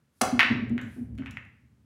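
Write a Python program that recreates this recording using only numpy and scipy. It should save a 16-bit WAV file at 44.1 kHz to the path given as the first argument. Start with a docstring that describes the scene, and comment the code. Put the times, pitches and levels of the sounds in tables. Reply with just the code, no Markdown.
"""A carpeted room with a pool table: a break shot, heard from a few metres away.
The cue cracks against the cue ball in short noise bursts and rings; the ball skips once and smashes into the rack.
Balls clack as short filtered pulses, two of them echoed off the ceiling, and thud into cushions and slate as
swelling tones with a knock of noise. Shaped noise makes the rumble of rolling balls, light ticks, two faint
swishes and the quiet air. Cracks, clacks, thuds and ticks also feed a diffuse room tail."""
import sys
import numpy as np
from scipy import signal
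from scipy.fft import rfft, irfft, next_fast_len
from scipy.io import wavfile

SR = 44100
rng = np.random.default_rng(int(sys.argv[2]) if len(sys.argv) > 2 else 0)


def transcribe(signal):
    """Save signal, clipped to [-1, 1], as a 16-bit WAV file at the path in sys.argv[1]."""
    frames = np.atleast_2d(signal).T
    limited = np.clip(frames, -1, 1)
    pcm = np.round(limited * 32767).astype(np.int16)
    wavfile.write(sys.argv[1], SR, pcm)


N = 81585  # length in samples, 1.85 s


def clacks(size=2048, lead=64):
    """Ball clacks, with two echoes off the ceiling: each is one short pulse, rounder the longer the balls touch."""
    # Clacks, and two ceiling echoes at 0.4064 and 0.7913 s. Each row: start in seconds, level in dB,
    # brightness in Hz (higher for a shorter contact), send to the room in dB.
    clacks_and_ceiling_echoes = [(0.3938, 9, 4210, 5.5), (0.3982, 3.5, 3273, -5), (0.4045, 4.5, 3900, -7.5),
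                                 (0.4064, 6, 3500, -8.5), (0.4307, 3, 3210, -11), (0.7798, -11.5, 3020, 2),
                                 (0.7913, -20.5, 2323, -0.5), (1.1856, -26.5, 3830, 3),
                                 (1.2225, -24, 2095, -5), (1.2360, -28, 2030, -2), (1.2606, -17.5, 3000, 4),
                                 (1.269, -22.5, 2900, -4.5), (1.3713, -9.5, 2700, -4)]
    # Spectrum of a hard clack. Each row: frequency in Hz, level in dB.
    clack_spectrum = [(100, -34.5), (300, -20.5), (600, -17.5), (950, -13), (1550, -1), (2600, 0.5),
                      (4300, -9), (6000, -8.5), (7500, -15), (11000, -12.5), (16000, -26.5)]
    slope = 6.7  # exponent of the treble loss above the brightness
    edge_db, hard_hz, edge_power = -21.5, 4000, 2.5  # the sharp edge weakens for duller pulses
    scatter_db, scatter_s = -8, 0.0015  # sound bouncing among the neighbouring balls

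    out = np.zeros((2, N))
    sharp = rfft(click(clack_spectrum, size))
    t = np.arange(size) / SR
    cloud = np.sqrt(t) * np.exp(-1.5 * t / scatter_s)
    cloud = cloud / np.linalg.norm(cloud)
    for start, db, bright_hz, room_db in clacks_and_ceiling_echoes:
        rounded = 1 / (1 + (bins(size) / bright_hz) ** slope)
        edge = amp(edge_db) * (bright_hz / hard_hz) ** edge_power
        scatter = rfft(rng.standard_normal(size) * cloud)
        pulse = irfft(sharp * (rounded + edge) * (1 + amp(scatter_db) * scatter))
        # The rounding spreads the pulse both ways in time, so leave some samples ahead of it.
        pulse = np.roll(pulse, lead)
        add(out, start - lead / SR, amp(db) * pulse / np.linalg.norm(pulse), room_db)
    return mirrored(out)


def cue(size=16384):
    """The tip scrapes the ball for a few milliseconds, as decaying noise, and the shaft cracks and rings in sines."""
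    # Tip contact, then the crack of the shaft. Each row: start in seconds, level in dB,
    # decay time constant in seconds, brightness in Hz.
    stroke_bursts = [(0.2114, -26, 0.0054, 2200), (0.2135, -18.5, 0.0023, 3500),
                     (0.2158, -15, 0.0034, 15000)]
    # Spectrum of the bursts. Each row: frequency in Hz, level in dB.
    cue_spectrum = [(30, -40.5), (110, -27), (240, 2), (450, -2), (750, 1.5), (1200, 1.5), (2000, -3),
                    (3800, -9.5), (5600, -3), (7000, -6), (9500, -0.5), (11000, -6.5), (13700, -17.5),
                    (16000, -16.5)]
    # Rings of the cue. Each row: frequency in Hz, level in dB, time to fall 60 dB in seconds.
    cue_modes = [(1125.2, -32, .22), (1085, -34, .2), (755, -31, 0.3), (518.6, -31.5, 0.52),
                 (3494, -44, .15), (3950, -40, .1), (5470, -30.5, .04), (6290, -39.5, 0.099),
                 (7900, -27.5, 0.033), (9386, -27, 0.026)]
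    burst_room_db, ring_room_db = 0.5, -8

    out, t = np.zeros((2, N)), np.arange(size) / SR
    for start, db, decay_s, bright_hz in stroke_bursts:
        dulling = 1 / np.hypot(1, bins(size) / bright_hz)
        burst = noise(cue_spectrum, size, dulling) * np.exp(-t / decay_s)
        add(out, start, amp(db) * burst, burst_room_db)
    ring = np.zeros(size)
    for hz, db, t60 in cue_modes:
        ring += amp(db) * np.sin(2 * np.pi * hz * t) * np.exp(-np.log(1000) * t / t60)
    crack_start = stroke_bursts[-1][0]
    add(out, crack_start, ring, ring_room_db)
    return out


def thuds(size=16384):
    """Soft blows on cushion or slate swell the table's main resonance and knock its wooden frame."""
    # Each row: start in seconds, level in dB, pitch in Hz, swell in seconds, knock of the frame in dB.
    table_blows = [(0.214, -22, 239.9, 0.0087, -29), (0.324, -18, 250, 0.011, -28),
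                   (0.368, -32.5, 243, 0.0078, -28.5), (0.446, -31.5, 241.6, 0.0077, -39),
                   (0.498, -26.5, 235.8, 0.023, -22), (0.538, -26, 231.3, 0.027, -27.5),
                   (0.579, -31.5, 234.9, 0.0078, -30.5), (0.621, -25.5, 219, 0.01, -29.5),
                   (0.698, -23, 232.1, 0.027, -25.5), (0.745, -26.5, 242.4, 0.018, -29.5),
                   (0.830, -43.5, 244, 0.023, -35.5), (0.959, -33, 245, 0.023, -33.5),
                   (1.008, -32, 238.6, .011, -40.5), (1.100, -41.5, 224.4, 0.065, -45),
                   (1.182, -32, 262.3, 0.02, -32), (1.232, -38, 244, 0.015, -61)]
    # Spectrum of the frame's knock. Each row: frequency in Hz, level in dB.
    knock_spectrum = [(35, -42.5), (52, -23), (70, 0), (88, -11), (118, 4), (160, -11.5), (235, 5),
                      (300, -7.5), (390, -12), (480, -19), (680, -25), (1000, -40.5), (2500, -65),
                      (8000, -95)]
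    swell_power, room_db = 2.2, -9
    knock_rise_s, knock_t60_s = 0.009, 0.23

    out, t = np.zeros((2, N)), np.arange(size) / SR
    knock_env = (1 - np.exp(-t / knock_rise_s)) * np.exp(-np.log(1000) * t / knock_t60_s)
    for start, db, hz, swell_s, knock_db in table_blows:
        swell = (t / swell_s * np.exp(1 - t / swell_s)) ** swell_power  # peaks at swell_s
        boom = swell * np.sin(2 * np.pi * hz * t)
        knock = knock_env * noise(knock_spectrum, size)
        add(out, start, amp(db) * boom + amp(knock_db) * knock, room_db)
    return out


def rolling(t):
    """The slate rumbles under the balls: low noise that rises and falls along a level curve."""
    # Each row: time in seconds, level in dB.
    roll_levels = [(0.21, -74), (0.26, -43), (0.45, -55.5), (0.56, -39), (0.8, -41), (0.95, -48),
                   (1.15, -39.5), (1.33, -44.5), (1.44, -54), (1.6, -59.5), (1.85, -63)]
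    # Spectrum of the rumble. Each row: frequency in Hz, level in dB.
    rumble_spectrum = [(25, -35.5), (48, -19.5), (69, 3.5), (88, -3.5), (116, 4), (160, -9), (240, -5.5),
                       (320, -21), (500, -35), (1000, -45.5), (3000, -65), (8000, -95)]
    times, levels_db = np.array(roll_levels).T
    return amp(np.interp(t, times, levels_db)) * steady(rumble_spectrum)


def ticks(size=2048):
    """Small bright, grainy taps around the table: noise with a very short decay."""
    # Each row: start in seconds, level in dB, send to the room in dB.
    tick_times = [(0.6954, -35, -14), (0.779, -35.5, -10), (0.8144, -29, 5), (1.1529, -47.5, -3.5),
                  (1.179, -37, 2.5), (1.1853, -40, -2), (1.2530, -50, -7.5), (1.2610, -41, 2),
                  (1.3096, -25.5, 0), (1.4508, -48, -6)]
    # Spectrum of a tick. Each row: frequency in Hz, level in dB.
    tick_spectrum = [(500, -21), (2000, 9), (3800, 1), (5200, -6), (6900, 4), (8300, -7), (11000, -4.5),
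                     (15000, -22)]
    decay_s = 0.0015

    out, t = np.zeros((2, N)), np.arange(size) / SR
    fade = np.exp(-t / decay_s)
    fade = fade / np.linalg.norm(fade)
    for start, db, room_db in tick_times:
        add(out, start, amp(db) * noise(tick_spectrum, size) * fade, room_db)
    return mirrored(out)


def swish(t):
    """Faint slides, like the cue pushed and drawn back through the hand: bright noise that swells and fades."""
    # Each row: centre in seconds, width of the swell to either side in seconds, level in dB.
    cue_slides = [(.195, .03, -72.5), (0.947, .055, -68)]
    # Spectrum of the slides. Each row: frequency in Hz, level in dB.
    swish_spectrum = [(1500, -20), (4500, -5), (7000, -7), (10000, 0), (12500, -5.5), (16000, -16.5)]
    swell = sum(amp(db) / np.cosh((t - centre) / width) for centre, width, db in cue_slides)
    return steady(swish_spectrum) * swell


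def quiet():
    """Still air of the room: steady noise, strongest in the bass."""
    # Each row: frequency in Hz, level in dB.
    air_spectrum = [(25, -1.5), (60, -6), (120, -1.5), (260, -4), (400, -12.5), (700, -20), (1500, -19.5),
                    (4000, -29), (10000, -32.5), (16000, -38.5)]
    return amp(-70.5) * steady(air_spectrum)


def mirrored(track):
    """Bed, rails and ceiling repeat the direct sound within a few milliseconds."""
    # Near reflections. Each row: delay in seconds, level in dB.
    near_echoes = [(.0009, -12), (.0031, -12.5), (.0044, -13), (0.0097, -14.5)]
    out = track.copy()
    for delay, db in near_echoes:
        lag = int(delay * SR)
        out[0, lag:] += amp(db) * track[0, :-lag]
    return out


def room(x, size=32768):
    """Diffuse tail: sparse reflections thicken and fade, the treble first."""
    # Decay of the tail. Each row: frequency in Hz, time to fall 60 dB in seconds.
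    band_decays = [(100, .7), (300, .58), (1000, .54), (2500, .54), (5000, .47), (9000, .36), (15000, .29)]
    # Colour of the tail. Each row: frequency in Hz, level in dB.
    tail_colour = [(100, -1.5), (500, 3.5), (1000, 3.5), (2500, -.5), (5000, -1.5), (9000, -6.5),
                   (15000, -7)]
    build_s, sparse_s, grain_db = 0.0035, 0.034, 3.5

    t, hz = np.arange(size) / SR, bins(size)
    # Uneven grain sizes make the early tail sparse; the unevenness dies away.
    spread = np.log(amp(grain_db)) * np.exp(-t / sparse_s)
    unevenness = np.clip(rng.standard_normal(size), -2, 2)
    grains = rng.standard_normal(size) * np.exp(spread * unevenness - spread ** 2)
    spectrum = rfft(grains) * amp(along(tail_colour, hz))

    # Overlapping bands that add up to the whole spectrum, each with its own decay.
    centres = [centre for centre, _ in band_decays]
    tail = np.zeros(size)
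    for share, (_, t60) in zip(np.eye(len(centres)), band_decays):
        rate = np.log(1000) / t60
        band = irfft(spectrum * along(list(zip(centres, share)), hz))
        tail += band * np.exp(-rate * t) * np.sqrt(2 * rate / SR)
    return signal.fftconvolve(x, tail * (1 - np.exp(-t / build_s)))[:N]


def add(track, start, x, room_db):
    """Mix a sound into the direct path and the path to the room."""
    i = int(start * SR)
    x = x[:N - i]
    track[0, i:i + len(x)] += x
    track[1, i:i + len(x)] += amp(room_db) * x


def click(points, size=2048):
    """Short causal click of unit energy with the given spectrum, its energy as early as possible."""
    cepstrum = irfft(np.log(amp(along(points, bins(size)))))
    # Folding the cepstrum onto positive times gives minimum phase.
    cepstrum[1:size // 2] *= 2
    cepstrum[size // 2 + 1:] = 0
    h = irfft(np.exp(rfft(cepstrum)))
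    return h / np.linalg.norm(h)


def steady(points):
    """Noise of the given spectrum, lasting throughout."""
    return noise(points, count=next_fast_len(N))[:N]


def noise(points, count, gain=1):
    """Noise of unit rms: the given spectrum, times a gain per frequency, with random phases."""
    hz = bins(count)
    phases = np.exp(2j * np.pi * rng.random(len(hz)))
    x = irfft(gain * amp(along(points, hz)) * phases, count)
    return x / x.std()


def along(points, hz):
    """Read a table on a log-frequency axis."""
    f, v = np.array(points, float).T
    return np.interp(np.log(hz + 1), np.log(f), v)  # + 1 avoids the log of zero


def bins(size):
    """Frequencies in Hz of a transform of the given size."""
    return np.arange(size // 2 + 1) * SR / size


def amp(db):
    """Decibels to gain."""
    return 10 ** (np.asarray(db) / 20)


def scene():
    """Stroke, break and scatter over the quiet of the room; two groups reach the walls by different paths."""
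    t = np.arange(N) / SR
    hits = np.zeros(N)
    for direct, to_room in (clacks() + thuds(), cue() + ticks()):
        hits += direct + room(to_room)  # each group draws its own room tail
    return (hits + rolling(t) + swish(t) + quiet())[None]


def record(dry):
    """The small microphone drops the deepest bass and the recorder cuts the top."""
    low_cut_hz, top_hz = 66, 16100
    bass_cut = signal.butter(4, low_cut_hz, "high", fs=SR, output="sos")
    top_cut = signal.ellip(8, .2, 70, top_hz, fs=SR, output="sos")  # 0.2 dB ripple, 70 dB stopband
    return signal.sosfilt(top_cut, signal.sosfilt(bass_cut, dry))


dry = scene()
out = record(dry)
transcribe(out)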